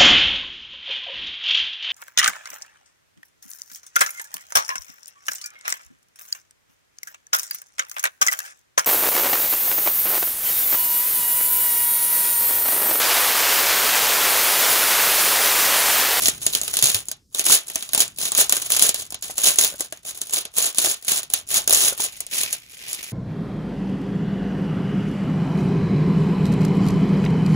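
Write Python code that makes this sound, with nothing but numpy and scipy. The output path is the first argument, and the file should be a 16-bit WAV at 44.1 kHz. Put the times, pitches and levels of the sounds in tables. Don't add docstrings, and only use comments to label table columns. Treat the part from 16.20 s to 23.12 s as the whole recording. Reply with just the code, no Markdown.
import sys
import numpy as np
from scipy import signal
from scipy.fft import rfft, irfft, next_fast_len
from scipy.io import wavfile
from scipy.ndimage import uniform_filter1d

SR = 44100
rng = np.random.default_rng(int(sys.argv[2]) if len(sys.argv) > 2 else 0)


def materialize(psi):
    bounded = np.clip(np.atleast_2d(psi).T, -1, 1)
    quanta = np.round(bounded * 32767).astype(np.int16)
    wavfile.write(sys.argv[1], SR, quanta)


N = 305170

# (time [s], level [dB])
ROOM_LEVEL = [(0.0, -44.5), (0.7, -55.5), (1.4, -65), (2.0, -53.5), (3.4, -58), (4.7, -68), (5.4, -54.5),
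              (6.8, -65)]
# (frequency [Hz], relative level per Hz [dB])
ROOM_SPECTRUM = [(45, 2.5), (125, 1.5), (400, -12.5), (1500, -67), (5000, -19), (16000, -36)]
# (time [s], peak level [dB])
HAND_BUMPS = [(0.632, -27), (0.747, -29)]
# (time [s], level [dB] before the roughness)
SLIDE_LEVEL = [(5.85, -44), (6.09, -52), (6.13, -31), (6.3, -37), (6.45, -51), (6.7, -38.5), (6.92, -43)]
# (frequency [Hz], relative level per Hz [dB])
RUB_SPECTRUM = [(500, -13.5), (1150, -18), (2400, 0.5), (3600, -5), (16000, -13.5)]
# (time [s], level before trim [dB], pitch [Hz])
LIFT_POPS = [(1.3, -17, 1333), (1.776, -24.5, 840), (2.185, -17, 1760), (3.098, -31.5, 754.9),
             (3.386, -23, 727), (3.524, -40, 564.7), (3.542, -36.5, 589.3), (3.602, -38.5, 310),
             (3.7257, -30.5, 642.3), (4.645, -25.5, 758.6), (4.67, -26.5, 638.3), (5.527, -26, 612.6),
             (5.724, -29.5, 550), (5.799, -24, 910.1)]
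# (frequency [Hz], relative level [dB])
POCKET_MODES = [(420, -6), (640, 0), (1047, -5), (1700, -1)]
# (full pull reached [s], held [s], crackle level before trim [dB])
FLAP_TUGS = [(0.021, 0.061, -15.5), (0.149, 0.062, -37), (0.224, .07, -27), (0.34, 0.042, -24),
             (0.432, 0.13, -28), (0.54, 0.041, -25), (0.63, 0.067, -14.5), (0.739, 0.028, -20.5),
             (0.87, 0.03, -39), (1.166, 0.047, -24), (1.256, 0.015, -15), (1.305, 0.03887, -9),
             (1.473, 0.074, -33), (1.58, 0.0908, -36), (1.743, 0.018, -23), (1.795, 0.02, -13),
             (2.007, 0.058, -19.5), (2.121, 0.043, -29), (2.18, 0.035, -11), (2.312, 0.07, -22),
             (2.42, 0.0462, -26), (2.513, 0.057, -18), (2.618, 0.042, -13), (2.754, 0.064, -28),
             (3.031, 0.0794, -31), (3.183, 0.027, -20.5), (3.243, 0.048, -11), (3.383, 0.09, -18.5),
             (3.529, 0.086, -34.5), (3.608, 0.0256, -28), (3.69, 0.08, -47), (3.872, 0.025, -24),
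             (3.95, 0.13, -35.5), (4.133, 0.045, -21), (4.374, 0.099, -18), (4.583, 0.125, -17.5),
             (4.84, 0.03, -33), (4.883, 0.095, -19), (5.128, 0.047, -28), (5.309, 0.029, -19.5),
             (5.345, 0.0316, -14), (5.53, .15, -13.5), (5.799, 0.046, -21), (5.902, 0.116, -42),
             (6.13, 0.088, -20), (6.319, 0.02193, -25.5), (6.51, 0.12, -43), (6.688, 0.06, -29.5),
             (6.829, 0.1, -38)]
# (time [s], level before trim [dB])
CREASE_SNAPS = [(0.0339, -10), (0.057, 1.5), (0.0715, -3.5), (0.0829, 4.5), (0.2162, -18), (0.2308, -16),
                (0.265, 0), (0.2852, -18), (0.334, -7.5), (0.35, 3.5), (0.4145, -6), (0.4341, -8.5),
                (0.4788, -7.5), (0.539, -7), (0.569, -5.5), (0.5892, -3), (0.625, 3), (0.6387, -3),
                (0.745, -1), (0.885, -13.5), (0.9149, -8), (1.1475, -5.5), (1.1825, -13), (1.1943, -2.5),
                (1.2647, 2.5), (1.2858, -5), (1.3615, -11), (1.4996, -12), (1.5571, -2), (1.625, -11.5),
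                (1.6908, -15), (1.7335, -1.5), (1.7481, 3), (1.777, -2.5), (1.8041, 1), (1.9856, -10),
                (2.0532, -3), (2.119, -3), (2.15, -2.5), (2.2122, -1.5), (2.295, -3.5), (2.3239, 4),
                (2.367, -1), (2.503, -3.5), (2.5201, -1.5), (2.5652, -1), (2.5946, -1), (2.6231, 6),
                (2.6916, 0.5), (2.744, -8), (2.905, -19.5), (2.923, -13), (2.944, -10.5), (3.025, -13),
                (3.181, -4.5), (3.2965, -7.5), (3.3581, -12), (3.3863, 0), (3.411, -1), (3.4243, -5),
                (3.438, 0.5), (3.4468, -1), (3.468, -17), (3.6072, -5.5), (3.7243, -16), (3.7732, -28),
                (3.851, -16), (3.9763, -32), (4.0157, -9), (4.096, -18.5), (4.1087, -17.5), (4.135, -6.5),
                (4.169, -5), (4.2527, -14), (4.3835, -1), (4.5465, -17), (4.584, 2), (4.647, -3),
                (4.659, -0.5), (4.7065, -30), (4.825, -21), (4.8808, -0.5), (4.918, 0), (4.9934, -14),
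                (5.0315, -15.5), (5.1013, -15), (5.137, -1), (5.294, -28), (5.3429, -2.5), (5.476, 0),
                (5.4955, -0.5), (5.5074, 3), (5.526, 0), (5.5473, 0.5), (5.7772, -14), (5.803, -10.5),
                (5.8665, -22), (5.949, -41), (5.9726, -28), (6.0049, -9.5), (6.066, -18), (6.2336, -3),
                (6.328, -7.5), (6.7305, -13.5), (6.829, -15)]
# (frequency [Hz], relative level per Hz [dB])
FILM_SPECTRUM = [(600, -14), (1500, -15.5), (2600, -9), (4000, -2), (5300, -8.5), (7000, 0.5), (8550, -3),
                 (9400, 2.5), (11500, -5), (14200, -14.5), (15700, 6.5), (16000, -33.5)]
BOOKLET_SPECTRUM = [(40, -32), (100, -7.5), (300, -0.5), (1200, -5.5), (2000, -9.5), (4000, -74)]
# (frequency [Hz], 60 dB decay time [s])
BURST_DECAY = [(500, 0.035), (4000, 0.02), (8000, 0.007), (15000, 0.005)]
# (frequency [Hz], 60 dB decay time [s])
ROOM_DECAY = [(200, 0.02), (1500, 0.28), (6000, 0.082), (15000, 0.018)]
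# (frequency [Hz], likeness of the sides [0-1], left minus right [dB])
STEREO = [(100, .95, 0), (600, .85, 1.5), (1400, .45, 2.5), (4000, .25, -1), (5500, .4, -4), (6800, .85, 0)]

BUMP_HZ, BUMP_T60_S = 124.15, 0.12
POP_CYCLES, POP_OVERTONE = 24, 2.6
POCKET_T60_S = 0.055
CREASES_PER_S, MIDDLING_PULL_DB = 600, -30.5
SPREAD_DB = 4.0
TAKE_UP_DB_PER_S, LET_GO_DB_PER_S = 650, 360
FREED_DB = -11
ROOM_DB, RISE_SHARE = -0.5, 0.39
BASS_LEAD_S, SWAP_HZ = 0.00016, 4915
TREBLE_LAG_S, TREBLE_TURN_RAD = 0.00021, 1.95
CUTOFF_HZ = 16500

SIZE = next_fast_len(N + SR)
HZ = np.maximum(np.arange(SIZE // 2 + 1) * SR / SIZE, 1)
CENTRES = 125 * 2 ** np.arange(8)


def from_db(db):
    return 10 ** (np.asarray(db) / 20)


def over_time(rows):
    seconds, level = np.transpose(rows)
    return np.interp(np.arange(N) / SR, seconds, level)


def at_hz(points, hz, axis=1):
    points = np.array(points)
    return np.interp(np.log(hz), np.log(points[:, 0]), points[:, axis])


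def colour(points):
    gain = from_db(at_hz(points, HZ))
    return gain / np.sqrt(np.mean(gain ** 2))


def octave(centre):
    away = np.log2(np.clip(HZ, CENTRES[0], CENTRES[-1]) / centre)
    return np.cos(np.pi / 2 * np.clip(away, -1, 1))


def fading(energy, t60):
    r = from_db(-120 / (t60 * SR))
    return signal.lfilter([1 - r], [1, -r], energy)


def ring(clicks, hz, t60):
    r = from_db(-60 / (t60 * SR))
    w = 2 * np.pi * hz / SR
    return signal.lfilter([0, np.sin(w) * np.sqrt(1 - r)], [1, -2 * r * np.cos(w), r * r], clicks + 1e-18)


def room_tone(own_db):
    spectra = colour(ROOM_SPECTRUM) * rfft(rng.standard_normal((3, SIZE)))
    shared, left, right = irfft(spectra, SIZE)[:, :N]
    return from_db(over_time(ROOM_LEVEL)) * (shared + from_db(own_db) * np.array([left, right]))


def bumps():
    t, out = np.arange(N) / SR, np.zeros(N)
    detunes = rng.uniform(0.29, 1.559, len(HAND_BUMPS))
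    for (start, db), detune in zip(HAND_BUMPS, detunes):
        age = np.maximum(t - start, 0)
        fall = from_db(db - 60 * age / BUMP_T60_S)
        out += fall * np.sin(2 * np.pi * BUMP_HZ * detune * age)
    return out


def slide(rough_db):
    jitter = uniform_filter1d(rng.standard_normal(N), size=200)
    roughness = rough_db * jitter / np.std(jitter)
    moving = np.arange(N) / SR > SLIDE_LEVEL[0][0]
    return moving * from_db(over_time(SLIDE_LEVEL) + roughness) * rng.standard_normal((3, N))


def pops(level_db, upper_db):
    out = np.zeros(N)
    for s, db, hz in LIFT_POPS:
        start = int(s * SR)
        age = np.arange(min(SR // 8, N - start)) / SR
        fall = from_db(db + level_db - 60 * age * hz / POP_CYCLES)
        main = np.sin(2 * np.pi * hz * age)
        upper = from_db(upper_db) * np.sin(2 * np.pi * POP_OVERTONE * hz * age)
        out[start:start + len(age)] += fall * (main + upper)
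    return out


def pocket(at, energy, uneven_db):
    shape = (len(at), len(POCKET_MODES))
    strengths = from_db(rng.normal(0, uneven_db, shape)) * rng.choice([-1, 1], shape)
    out = np.zeros(N)
    for (hz, db), strength in zip(POCKET_MODES, strengths.T):
        clicks = np.bincount(at, np.sqrt(energy) * from_db(db) * strength, N)
        out += ring(clicks, hz, POCKET_T60_S)
    return out


def panels(at, energy, cycles, count):
    dealt = rng.integers(0, count, len(at))
    out = np.zeros(N)
    for patch, hz in enumerate(np.geomspace(1500, 11000, count)):
        clicks = np.bincount(at, np.sqrt(energy) * (dealt == patch), N)
        out += ring(clicks, hz, cycles / hz)
    return out


def pull():
    t = np.arange(0, N / SR, 0.001)
    full, held, db = np.transpose(FLAP_TUGS)[:, :, None]
    take_up = TAKE_UP_DB_PER_S * np.maximum(full - t, 0)
    let_go = LET_GO_DB_PER_S * np.maximum(t - full - held, 0)
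    return np.interp(np.arange(N) / SR, t, (db - take_up - let_go).max(axis=0))


def creases(crackle_db, snap_db, body_db, pop_db):
    pull_db = pull()
    rate = CREASES_PER_S * from_db(0.4 * (pull_db - MIDDLING_PULL_DB))
    at = np.flatnonzero(rng.random(N) < rate / SR)
    size = from_db(SPREAD_DB * np.minimum(rng.exponential(1, len(at)), 3.5))
    film = size ** 2 / np.mean(size ** 2) * from_db(2 * (pull_db[at] + crackle_db)) * SR / rate[at]

    snap_s, snap_level_db = np.transpose(CREASE_SNAPS)
    at = np.append(at, (snap_s * SR).astype(int))
    film = np.append(film, from_db(2 * (snap_level_db + snap_db)))

    booklet = film * from_db(2 * (body_db - 0.13 * (pull_db[at] + 42.0)))
    booklet = booklet * from_db(2 * FREED_DB * (at > SLIDE_LEVEL[0][0] * SR))

    pop_s, pop_level_db, _ = np.transpose(LIFT_POPS)
    pop_energy = from_db(2 * (pop_level_db + pop_db))
    at = np.append(at, (pop_s * SR).astype(int))
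    return at, np.append(film, 0 * pop_energy), np.append(booklet, pop_energy)


def bursts(at, film, booklet, tint_db):
    tints = from_db(rng.normal(0, 2 * tint_db, (len(at), len(CENTRES))))
    for hz, tint in zip(CENTRES, tints.T):
        energy = np.array([np.bincount(at, e * tint, N) for e in (film, booklet)]) + 1e-18
        decay = at_hz(BURST_DECAY, hz)
        energy = fading(energy, RISE_SHARE * decay)
        direct = fading(energy, decay)
        reflected = from_db(2 * ROOM_DB) * fading(energy, at_hz(ROOM_DECAY, hz))
        yield hz, np.sqrt(direct + reflected)


def stereo(heard):
    treble = 1 / (1 + (SWAP_HZ / HZ) ** 8)
    bass_turn = np.exp(2j * np.pi * HZ * BASS_LEAD_S)
    treble_turn = np.exp(1j * (TREBLE_TURN_RAD - 2 * np.pi * HZ * TREBLE_LAG_S))
    turn = (1 - treble) * bass_turn + treble * treble_turn
    alike = np.clip(at_hz(STEREO, HZ), 0, 1)
    balance_db = at_hz(STEREO, HZ, axis=2)
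    shared = np.sqrt(alike) * heard[0] * [turn / abs(turn), np.ones(len(HZ))]
    own = np.sqrt(1 - alike) * heard[1:]
    return (shared + own) * from_db([balance_db / 2, -balance_db / 2])


def sleeve():
    white = rng.standard_normal((3, N))
    at, film_energy, booklet_energy = creases(crackle_db=-7.5, snap_db=7.5, body_db=-21.5, pop_db=7.5)
    film, booklet = colour(FILM_SPECTRUM), colour(BOOKLET_SPECTRUM)
    heard = colour(RUB_SPECTRUM) * rfft(slide(rough_db=4.5), SIZE)
    for hz, (bright, dull) in bursts(at, film_energy, booklet_energy, tint_db=3.2):
        if hz > 400:
            heard = heard + octave(hz) * film * rfft(bright * white, SIZE)
        if hz < 5000:
            heard = heard + octave(hz) * booklet * rfft(dull * white[:, ::-1], SIZE)
    heard[0] += from_db(4) * film * rfft(panels(at, film_energy, cycles=55, count=44), SIZE)
    heard[0] += from_db(3) * rfft(pocket(at, booklet_energy, uneven_db=4), SIZE)
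    heard[0] += rfft(pops(level_db=3.0, upper_db=-1), SIZE)
    return stereo(heard)


def scene():
    peeling = irfft(sleeve(), SIZE)[:, :N]
    return peeling + room_tone(own_db=-11.0) + bumps()


def record(dry):
    bass_cut = signal.butter(2, 45.0, "high", fs=SR, output="sos")
    top_cut = signal.cheby2(12, 70, CUTOFF_HZ, fs=SR, output="sos")
    clipped = np.clip(signal.sosfilt(bass_cut, dry), -0.97, 0.97)
    return signal.sosfilt(top_cut, clipped)


dry = scene()
out = record(dry)
materialize(out)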